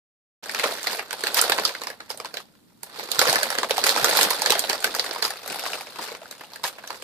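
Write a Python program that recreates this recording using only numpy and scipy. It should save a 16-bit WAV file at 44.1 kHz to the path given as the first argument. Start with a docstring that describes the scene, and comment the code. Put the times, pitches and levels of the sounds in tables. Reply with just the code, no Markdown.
"""Ferrets burrow through a fabric bin of hollow plastic balls and eggs on a carpet, in a small room.
After 0.4 s of silence, shells knock, click and snap together over a jostle of lighter touches, rubbing
and the odd scrape. The animals pause around 2.5 s, then dig hardest from 3 to 5 s, thudding softly on
the bin's floor. Near 5.5 s the sound swings from the right to the centre, then drifts back to the right
with a few last, softer knocks. A short room wash and a low room tone sit behind it all."""
import sys
import numpy as np
from scipy import signal
from scipy.fft import rfft, irfft, next_fast_len
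from scipy.io import wavfile
from scipy.ndimage import uniform_filter1d, map_coordinates

SR = 44100
rng = np.random.default_rng(int(sys.argv[2]) if len(sys.argv) > 2 else 0)


def digitize_waveform(pressure):
    """Quantize a signal to 16-bit integers and store it at the path in sys.argv[1].

    Rows of a 2-D input are taken as channels; values are limited to [-1, 1].
    """
    field = np.atleast_2d(pressure).T
    bounded = np.clip(field, -1, 1)
    quanta = np.round(bounded * 32767).astype(np.int16)
    wavfile.write(sys.argv[1], SR, quanta)


N = 310023
START_S = .425

# Featured collisions: start_s, pitch_hz (of the knock), knock_db, click_db, snap_db
HITS = [(0.439, 2110, -51, -36.5, -63), (0.494, 1770, -26.5, -31, -38), (0.547, 2000, -25, -26.0, -36),
        (0.596, 2010, -22.5, -24.5, -27.5), (0.64, 1150, -19.5, -24.5, -39), (0.658, 1300, -24, -29.5, -44),
        (0.83, 1550, -59, -39, -29), (0.87, 2000, -21.5, -21.5, -29), (0.93, 990, -30, -28.5, -33),
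        (0.993, 1980, -24, -36.0, -46), (1.108, 1510, -28.5, -33, -34), (1.129, 1530, -27.5, -29.5, -29.5),
        (1.237, 1650, -21.5, -25, -26.5), (1.269, 1600, -23, -21, -28), (1.344, 1460, -31, -23, -18.5),
        (1.391, 1380, -20.5, -16.5, -35), (1.414, 990, -40, -33, -11), (1.422, 1390, -21, -35, -38),
        (1.497, 1470, -18, -24, -21.5), (1.52, 1640, -18, -18, -25), (1.585, 980, -18, -27.5, -51),
        (1.651, 1240, -24, -14.0, -25.0), (1.749, 2140, -28.5, -36, -47), (1.817, 462, -30.0, -32.5, -35.5),
        (1.836, 2040, -34, -34, -36.5), (1.87, 960, -28, -29.5, -36), (1.901, 1710, -31.5, -40.5, -39),
        (2.004, 1560, -34.0, -39.5, -47), (2.102, 950, -30.5, -27, -38), (2.174, 980, -50, -46, -35.5),
        (2.2, 480, -29.5, -35, -39), (2.247, 920, -30, -36, -41), (2.256, 1580, -35.5, -35, -39),
        (2.341, 1400, -33, -32.5, -36), (2.37, 1710, -29.5, -27.5, -35.5), (2.832, 447, -38, -40.5, -30),
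        (3.116, 530, -32, -21, -21), (3.192, 1400, -16.0, -13, -15.0), (3.215, 2100, -18, -20, -28),
        (3.282, 1720, -22.5, -22, -31), (3.296, 870, -25, -17, -22.5), (3.328, 780, -19.5, -21, -18.5),
        (3.357, 1700, -15.5, -23, -23), (3.431, 1620, -18.5, -21.5, -20.5), (3.503, 1730, -24, -28.5, -24),
        (3.552, 1410, -25.5, -34, -32), (3.585, 1300, -19.5, -22.5, -26.5), (3.631, 990, -18.5, -25.5, -30),
        (3.708, 527, -17, -18.5, -26.5), (3.78, 800, -17.5, -24.0, -26), (3.839, 1310, -22.5, -17.5, -24),
        (3.892, 550, -23.5, -15, -19), (3.977, 1280, -20, -25.5, -31.5), (4.044, 1190, -16, -17, -14.5),
        (4.126, 1680, -22.5, -27, -40), (4.171, 1240, -27, -17.5, -18), (4.211, 1790, -19.5, -17.5, -17),
        (4.23, 1370, -24, -19, -14.5), (4.305, 490, -25, -22, -19), (4.419, 840, -22.5, -22, -21),
        (4.46, 1750, -17.5, -17.5, -22), (4.504, 470, -20.5, -13.5, -16), (4.521, 880, -19.5, -20.5, -19),
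        (4.593, 830, -44, -23, -16), (4.639, 656, -28, -26, -40), (4.697, 800, -19.5, -21.5, -20),
        (4.73, 660, -23.5, -24, -28), (4.843, 1530, -16, -17.5, -19), (4.949, 1220, -27.5, -27, -23.5),
        (4.995, 800, -27, -17.0, -30), (5.063, 1390, -32.5, -30, -36), (5.11, 634, -27.5, -27.5, -48),
        (5.16, 1010, -26, -36.5, -56), (5.224, 925, -25, -18, -31), (5.25, 1250, -24.5, -19.5, -41),
        (5.305, 1720, -30, -31.0, -30), (5.99, 980, -27, -42.0, -47.5), (6.117, 480, -31, -42, -49),
        (6.15, 507, -41, -41, -44), (6.216, 640, -36.5, -53, -52), (6.256, 1510, -39.5, -49, -57),
        (6.311, 463, -40, -37, -34), (6.409, 625, -35.5, -47.0, -45), (6.534, 950, -44, -39.5, -45.5),
        (6.559, 1600, -36, -40, -39), (6.639, 945, -22.5, -24.5, -33), (6.784, 663, -36, -62, -54),
        (6.84, 700, -37.5, -56, -64), (6.875, 1640, -42, -34.5, -41.5), (6.904, 1000, -27.5, -33.5, -37),
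        (7.023, 423, -35.5, -46, -39.5)]
# Where the bin sits in the stereo image: time_s, pan_db (left minus right)
PAN = [(.5, -2.5), (3, -5.5), (5.2, -2), (5.6, 1), (6.2, 0.5), (6.9, -3.5)]
# Modes of a ball's hollow body, stiff shell and thin rim: centre_hz, width_hz, level_db
HOLLOW_MODES = [(491.5, 125, 0), (672, 265, -2), (898, 180, -2), (1326, 225, -3.5), (1570, 430, -5.5),
                (2460, 840, -12.5)]
SHELL_MODES = [(2620, 780, -12), (4027, 700, -4.5), (4600, 490, 1.5), (5670, 1550, -13.5)]
RIM_MODES = [(6700, 2800, -2), (9310, 1170, 0), (11320, 1600, -1.5), (14600, 8300, -6)]


def collisions():
    """Hard hits: the hollow body knocks, the shell clicks and the rim snaps, in a new blend each time."""
    start_s, pitch_hz, knock_db, click_db, snap_db = np.transpose(HITS)
    knock = strike(start_s, knock_db + .5, HOLLOW_MODES, chatter_s=.0021, shadow=.24, pitch_hz=pitch_hz)
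    click = strike(start_s, click_db + 1.2, SHELL_MODES, chatter_s=.002, shadow=1.9)
    snap = strike(start_s, snap_db + .6, RIM_MODES, chatter_s=.0018, shadow=1.5)
    return knock + click + snap


def strike(start_s, level_db, modes, chatter_s, shadow, pitch_hz=None, bass_hz=140):
    """Short contacts, each ringing a slightly different ball; shadow scales the level panning."""
    size, count = 1024, len(start_s)
    lead = size // 5
    t, hz = (np.arange(size) - lead) / SR, np.fft.rfftfreq(size, 1 / SR)
    chance = rng.standard_normal((count, len(modes), 2, 1))
    body = 0
    for k, (centre_hz, width_hz, mode_db) in enumerate(modes):
        gain = (-1) ** k * amp(mode_db + 3 * chance[:, k, 0])
        body += gain * resonance(hz, centre_hz * np.exp(.098 * chance[:, k, 1]), width_hz)
    if pitch_hz is not None:
        body += amp(7) * resonance(hz, pitch_hz[:, None], width_hz=pitch_hz[:, None] / 9.2)
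    # a brief slip, the impact, then the shell chatters against its neighbours
    age = np.maximum(t, 0)
    slip = amp(-18) * np.exp(-abs(t) / .0018)
    impact = (1 - np.exp(-age / .0004)) * np.exp(-age / chatter_s)
    push = rfft((slip + impact) * rng.standard_normal((2, count, size)))
    # three weak echoes off nearby balls, bin and furniture colour each contact
    delay_s = rng.uniform(.002, .012, (count, 3, 1))
    comb = 1 + amp(-15) * np.sum(np.exp(-2j * np.pi * hz * delay_s), axis=1)
    radiation = (1j * hz / (bass_hz + 1j * hz)) ** 2  # a ball is too small to radiate bass
    pair = stereo(*push, hz, apart_hz=2500) * body * comb * radiation
    # the far side is later and weaker
    pan_db = curves(PAN, start_s)[0][:, None] + 1.63 * rng.standard_normal((count, 1))
    side_db = np.array([.5, -.5])[:, None, None] * pan_db
    early_s = side_db * 3.2e-5
    ring = irfft(pair * np.exp(2j * np.pi * hz * early_s)) * amp(shadow * side_db)
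    ring *= np.clip((t[-1] - t) / .004, 0, 1)
    energy = np.mean(np.sum(ring ** 2, axis=2), axis=0)
    ring *= (amp(level_db) / np.sqrt(energy / (.005 * SR)))[:, None]  # rms as if packed into 5 ms
    where = (np.round(start_s * SR).astype(int)[:, None] - lead + np.arange(size)).ravel()
    return np.array([np.bincount(where, channel.ravel(), N)[:N] for channel in ring])


def jostle(count=900, colour_db=3):
    """Light touches all through the heap, riding its unrest, thinner than the hard hits."""
    chance = rng.standard_normal((count, 4))
    start_s = np.clip(np.linspace(START_S, N / SR, count) + .003 * chance[:, 0], START_S, N / SR)
    hollow_db, bright_db = unrest(start_s) + 4.5 * np.minimum(chance[:, 1], 1.8)
    knock_db = hollow_db - 1.5 + colour_db * np.minimum(chance[:, 2], 1)
    snap_db = bright_db - 8.5 + colour_db * chance[:, 3]
    knock = strike(start_s, knock_db, HOLLOW_MODES, chatter_s=.0024, shadow=.13, bass_hz=350)
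    click = strike(start_s, bright_db - 7.5, SHELL_MODES, chatter_s=.0037, shadow=2.6)
    snap = strike(start_s, snap_db, RIM_MODES, chatter_s=.0056, shadow=1.8)
    return knock + click + snap


def unrest(at_s, build_db_per_s=1599, spread_s=.0027, settle_db_per_s=267.5):
    """The heap's hollow and bright envelopes in dB: digging, a grind into each hit, a rattle after."""
    # How hard the animals dig: time_s, effort_db
    digging = [(0.46, -37.5), (0.66, -25), (0.82, -34.5), (0.92, -29.5), (1.06, -45), (1.25, -32.5),
               (1.39, -25.5), (1.68, -31), (1.96, -53.5), (2.3, -47), (2.5, -62), (2.78, -64.5),
               (2.98, -33.5), (3.07, -37), (3.26, -22), (3.67, -36.5), (3.78, -26), (4.2, -19.5),
               (4.38, -28), (4.55, -27), (4.8, -34), (5.0, -32), (5.42, -38), (5.5, -31), (5.72, -30),
               (5.89, -42), (6.04, -32), (6.2, -48), (7.0, -45)]
    start_s, _, knock_db, click_db, _ = np.transpose(HITS)
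    t = np.arange(0, N / SR, .002)
    age = t[:, None] - start_s
    grind = (age < 0) * amp(.5 - build_db_per_s * abs(age))
    rattle = (age > 0) * (1 - np.exp(-abs(age) / spread_s)) * amp(-settle_db_per_s * abs(age))
    flurries = (grind + rattle) ** 2
    effort_db, = curves(digging, t)
    hollow = amp(effort_db - 4) ** 2 + flurries @ amp(knock_db - 9.5) ** 2
    bright = amp(effort_db - 2) ** 2 + flurries @ amp(click_db - 11) ** 2
    return [np.interp(at_s, t, 10 * np.log10(power)) for power in (hollow, bright)]


def rubbing():
    """Shells slide over each other and over fur: a hollow murmur and a fine crackle."""
    # Tone of the murmur and of the crackle: frequency_hz, level_db
    murmur_eq = [(100, -42), (250, -18.5), (480, -2), (1000, -3), (1700, -2.5), (2600, -11), (5000, -26.5)]
    crackle_eq = [(1000, -42), (2600, -15.5), (3600, 4), (4600, 4), (6200, -13), (9500, -10.5),
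                  (14500, -19)]
    hollow_db, bright_db = unrest(np.arange(N) / SR)
    murmur = amp(hollow_db - 9 + 2.5 * wobble(rate_hz=70)) * noise(murmur_eq, apart_hz=1800)
    crackle = amp(bright_db - 7.5) * stick_slip(crackle_eq, grain_db=6, rate_hz=500)
    return murmur + crackle


def scrapes(fade_s=.015):
    """A shell drags along another or along the bin's wall with a broad rasp."""
    # Drags: start_s, length_s, level_db
    drags = [(0.433, 0.06, -59), (1.354, 0.047, -19), (2.089, 0.041, -35), (3.855, 0.03, -15),
             (4.147, 0.11, -25), (5.223, 0.057, -28.5), (5.998, 0.07, -37), (6.63, 0.069, -27.5)]
    # Tone of the rasp: frequency_hz, level_db
    rasp_eq = [(150, -58.5), (500, 2), (1600, 2.5), (2800, 1), (4500, 0.5), (7000, -0.5), (14500, -3.5)]
    t = np.arange(N) / SR
    envelope = sum(amp(level_db) * np.clip(np.minimum(t - start_s, start_s + length_s - t) / fade_s, 0, 1)
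                   for start_s, length_s, level_db in drags)
    return envelope * stick_slip(rasp_eq, grain_db=3.5, rate_hz=510)


def stick_slip(eq, grain_db, rate_hz):
    """Friction catches and lets go: noise in fine uneven grains, panned with the bin."""
    pan_db, = curves(PAN, np.arange(N) / SR)
    grains = amp(grain_db * np.minimum(wobble(rate_hz), 2))
    return unit(grains * noise(eq, apart_hz=1800) * amp(np.array([pan_db, -pan_db]) / 2))


def floor_thuds(swell_s=.006, fade_s=.011):
    """The bin's soft floor murmurs under the paws and thumps when a body drops onto it."""
    # Body drops: peak_s, level_db
    drops = [(1.39, -58), (1.52, -56), (3.192, -40), (3.29, -33), (4.029, -36.5), (4.2, -48), (4.5, -45),
             (6.645, -52)]
    # Tone of the floor under paws and under a body: frequency_hz, level_db
    paws_eq = [(20, -42), (50, -38.5), (110, -17), (190, 0.5), (290, 4), (450, 5.5), (1000, -35)]
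    thump_eq = [(20, -18.5), (50, -13), (90, -5), (160, 5), (260, -7.5), (500, -37)]
    t = np.arange(N) / SR
    hollow_db, _ = unrest(t)
    paws = amp(hollow_db - 18 + 4.96 * wobble(rate_hz=35)) * noise(paws_eq, apart_hz=450)
    weight = sum(amp(level_db) * np.exp(-np.maximum((t - peak_s) / fade_s, (peak_s - t) / swell_s))
                 for peak_s, level_db in drops)
    return paws + weight * noise(thump_eq, apart_hz=110)


def room_wash(x, predelay_s=.0046, blur_octaves=.4):
    """Walls and furniture return the sound of the balls as a diffuse, dying wash."""
    # Reverb time: frequency_hz, t60_s
    decay = [(150, 0.22), (500, 0.26), (1400, 0.093), (4000, 0.12), (12000, 0.17)]
    # Tone of the reflections: frequency_hz, level_db
    walls_eq = [(50, -21), (170, -18), (480, 1), (1000, -5), (2600, -2), (4200, 1), (6500, -6), (13000, -2)]
    delayed = np.pad(x, ((0, 0), (round(predelay_s * SR), 0)))[:, :N]
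    hz, t, frames = signal.stft(delayed, SR, nperseg=256)
    octave = np.log2(hz + 40)
    blur = np.exp(-((octave[:, None] - octave) / blur_octaves) ** 2)
    power = (blur / blur.sum(axis=1, keepdims=True)) @ np.mean(abs(frames) ** 2, axis=0)
    feedback = amp(-60 * t[1] / along(decay, hz)) ** 2
    tail_power = np.array([signal.lfilter([1 - k], [1, -k], band) for k, band in zip(feedback, power)])
    wash = signal.stft(rng.standard_normal((2, N)), SR, nperseg=256)[2]
    wash = stereo(*wash, hz[:, None], apart_hz=1100) / np.std(wash)
    # as the balls move they feed ever different room modes
    drift_db = 2.5 * unit(uniform_filter1d(rng.standard_normal(tail_power.shape), size=25, axis=1))
    colour = amp(drift_db + along(walls_eq, hz)[:, None])
    return signal.istft(wash * np.sqrt(tail_power) * colour, SR, nperseg=256)[1][:, :N]


def room_tone():
    """A low, steady bed of noise."""
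    # Tone of the quiet room: frequency_hz, level_db
    bed_eq = [(20, -25), (55, -26.5), (85, -13.5), (118, -10.5), (170, -8), (240, -5), (400, -15.5),
              (1000, -30.5), (6000, -33.5), (14500, -31)]
    return amp(-58.5) * noise(bed_eq, apart_hz=109.7)


def amp(db):
    """Decibels to gain."""
    return 10 ** (np.asarray(db) / 20)


def unit(x):
    """Scale to rms 1."""
    return x / np.sqrt(np.mean(x ** 2) + 1e-20)


def along(points, hz):
    """Read (frequency_hz, value) points on a log axis."""
    knots_hz, values = np.transpose(points)
    return np.interp(np.log(hz + 1), np.log(knots_hz), values)


def curves(rows, at_s):
    """Each column after the time, read at the given moments."""
    time_s, *columns = np.transpose(rows)
    return [np.interp(at_s, time_s, column) for column in columns]


def wobble(rate_hz):
    """A smooth random curve, rate_hz knots a second."""
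    knots = rng.standard_normal(int(N * rate_hz / SR) + 4)
    return map_coordinates(knots, [np.arange(N) * rate_hz / SR])


def resonance(hz, centre_hz, width_hz):
    """Response of one damped mode."""
    return 1j * hz * width_hz / (centre_hz ** 2 - hz ** 2 + 1j * hz * width_hz)


def stereo(mid, side, hz, apart_hz):
    """Left and right from two unrelated spectra: mono in the bass, wide above apart_hz."""
    turn = np.pi / 4 * hz / np.hypot(hz, apart_hz)
    mid, side = mid * np.cos(turn), side * np.sin(turn)
    return np.array([mid + side, mid - side])


def noise(eq, apart_hz):
    """Coloured stereo noise of rms 1."""
    size = next_fast_len(N)
    hz = np.fft.rfftfreq(size, 1 / SR)
    pair = stereo(*rfft(rng.standard_normal((2, size))), hz, apart_hz)
    return unit(irfft(pair * amp(along(eq, hz)), size)[:, :N])


def scene():
    """The heap of balls up front, with its reverb, the bin's floor and the room tone behind."""
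    heap = collisions() + jostle() + rubbing() + scrapes()
    return heap + amp(-5.5) * room_wash(heap) + floor_thuds() + room_tone()


def record(dry):
    """Fade in quickly at START_S, clip at full scale and cut the top end steeply."""
    fade_s, top_hz = .008, 14600
    fade_in = np.clip((np.arange(N) / SR - START_S) / fade_s, 0, 1)
    clipped = np.clip(dry * fade_in, -1, 1)
    size = next_fast_len(N + SR // 2)
    cut_db = np.clip((np.fft.rfftfreq(size, 1 / SR) - top_hz) / 25, 0, 120)
    return irfft(rfft(clipped, size) * amp(-cut_db), size)[:, :N]


dry = scene()
out = record(dry)
digitize_waveform(out)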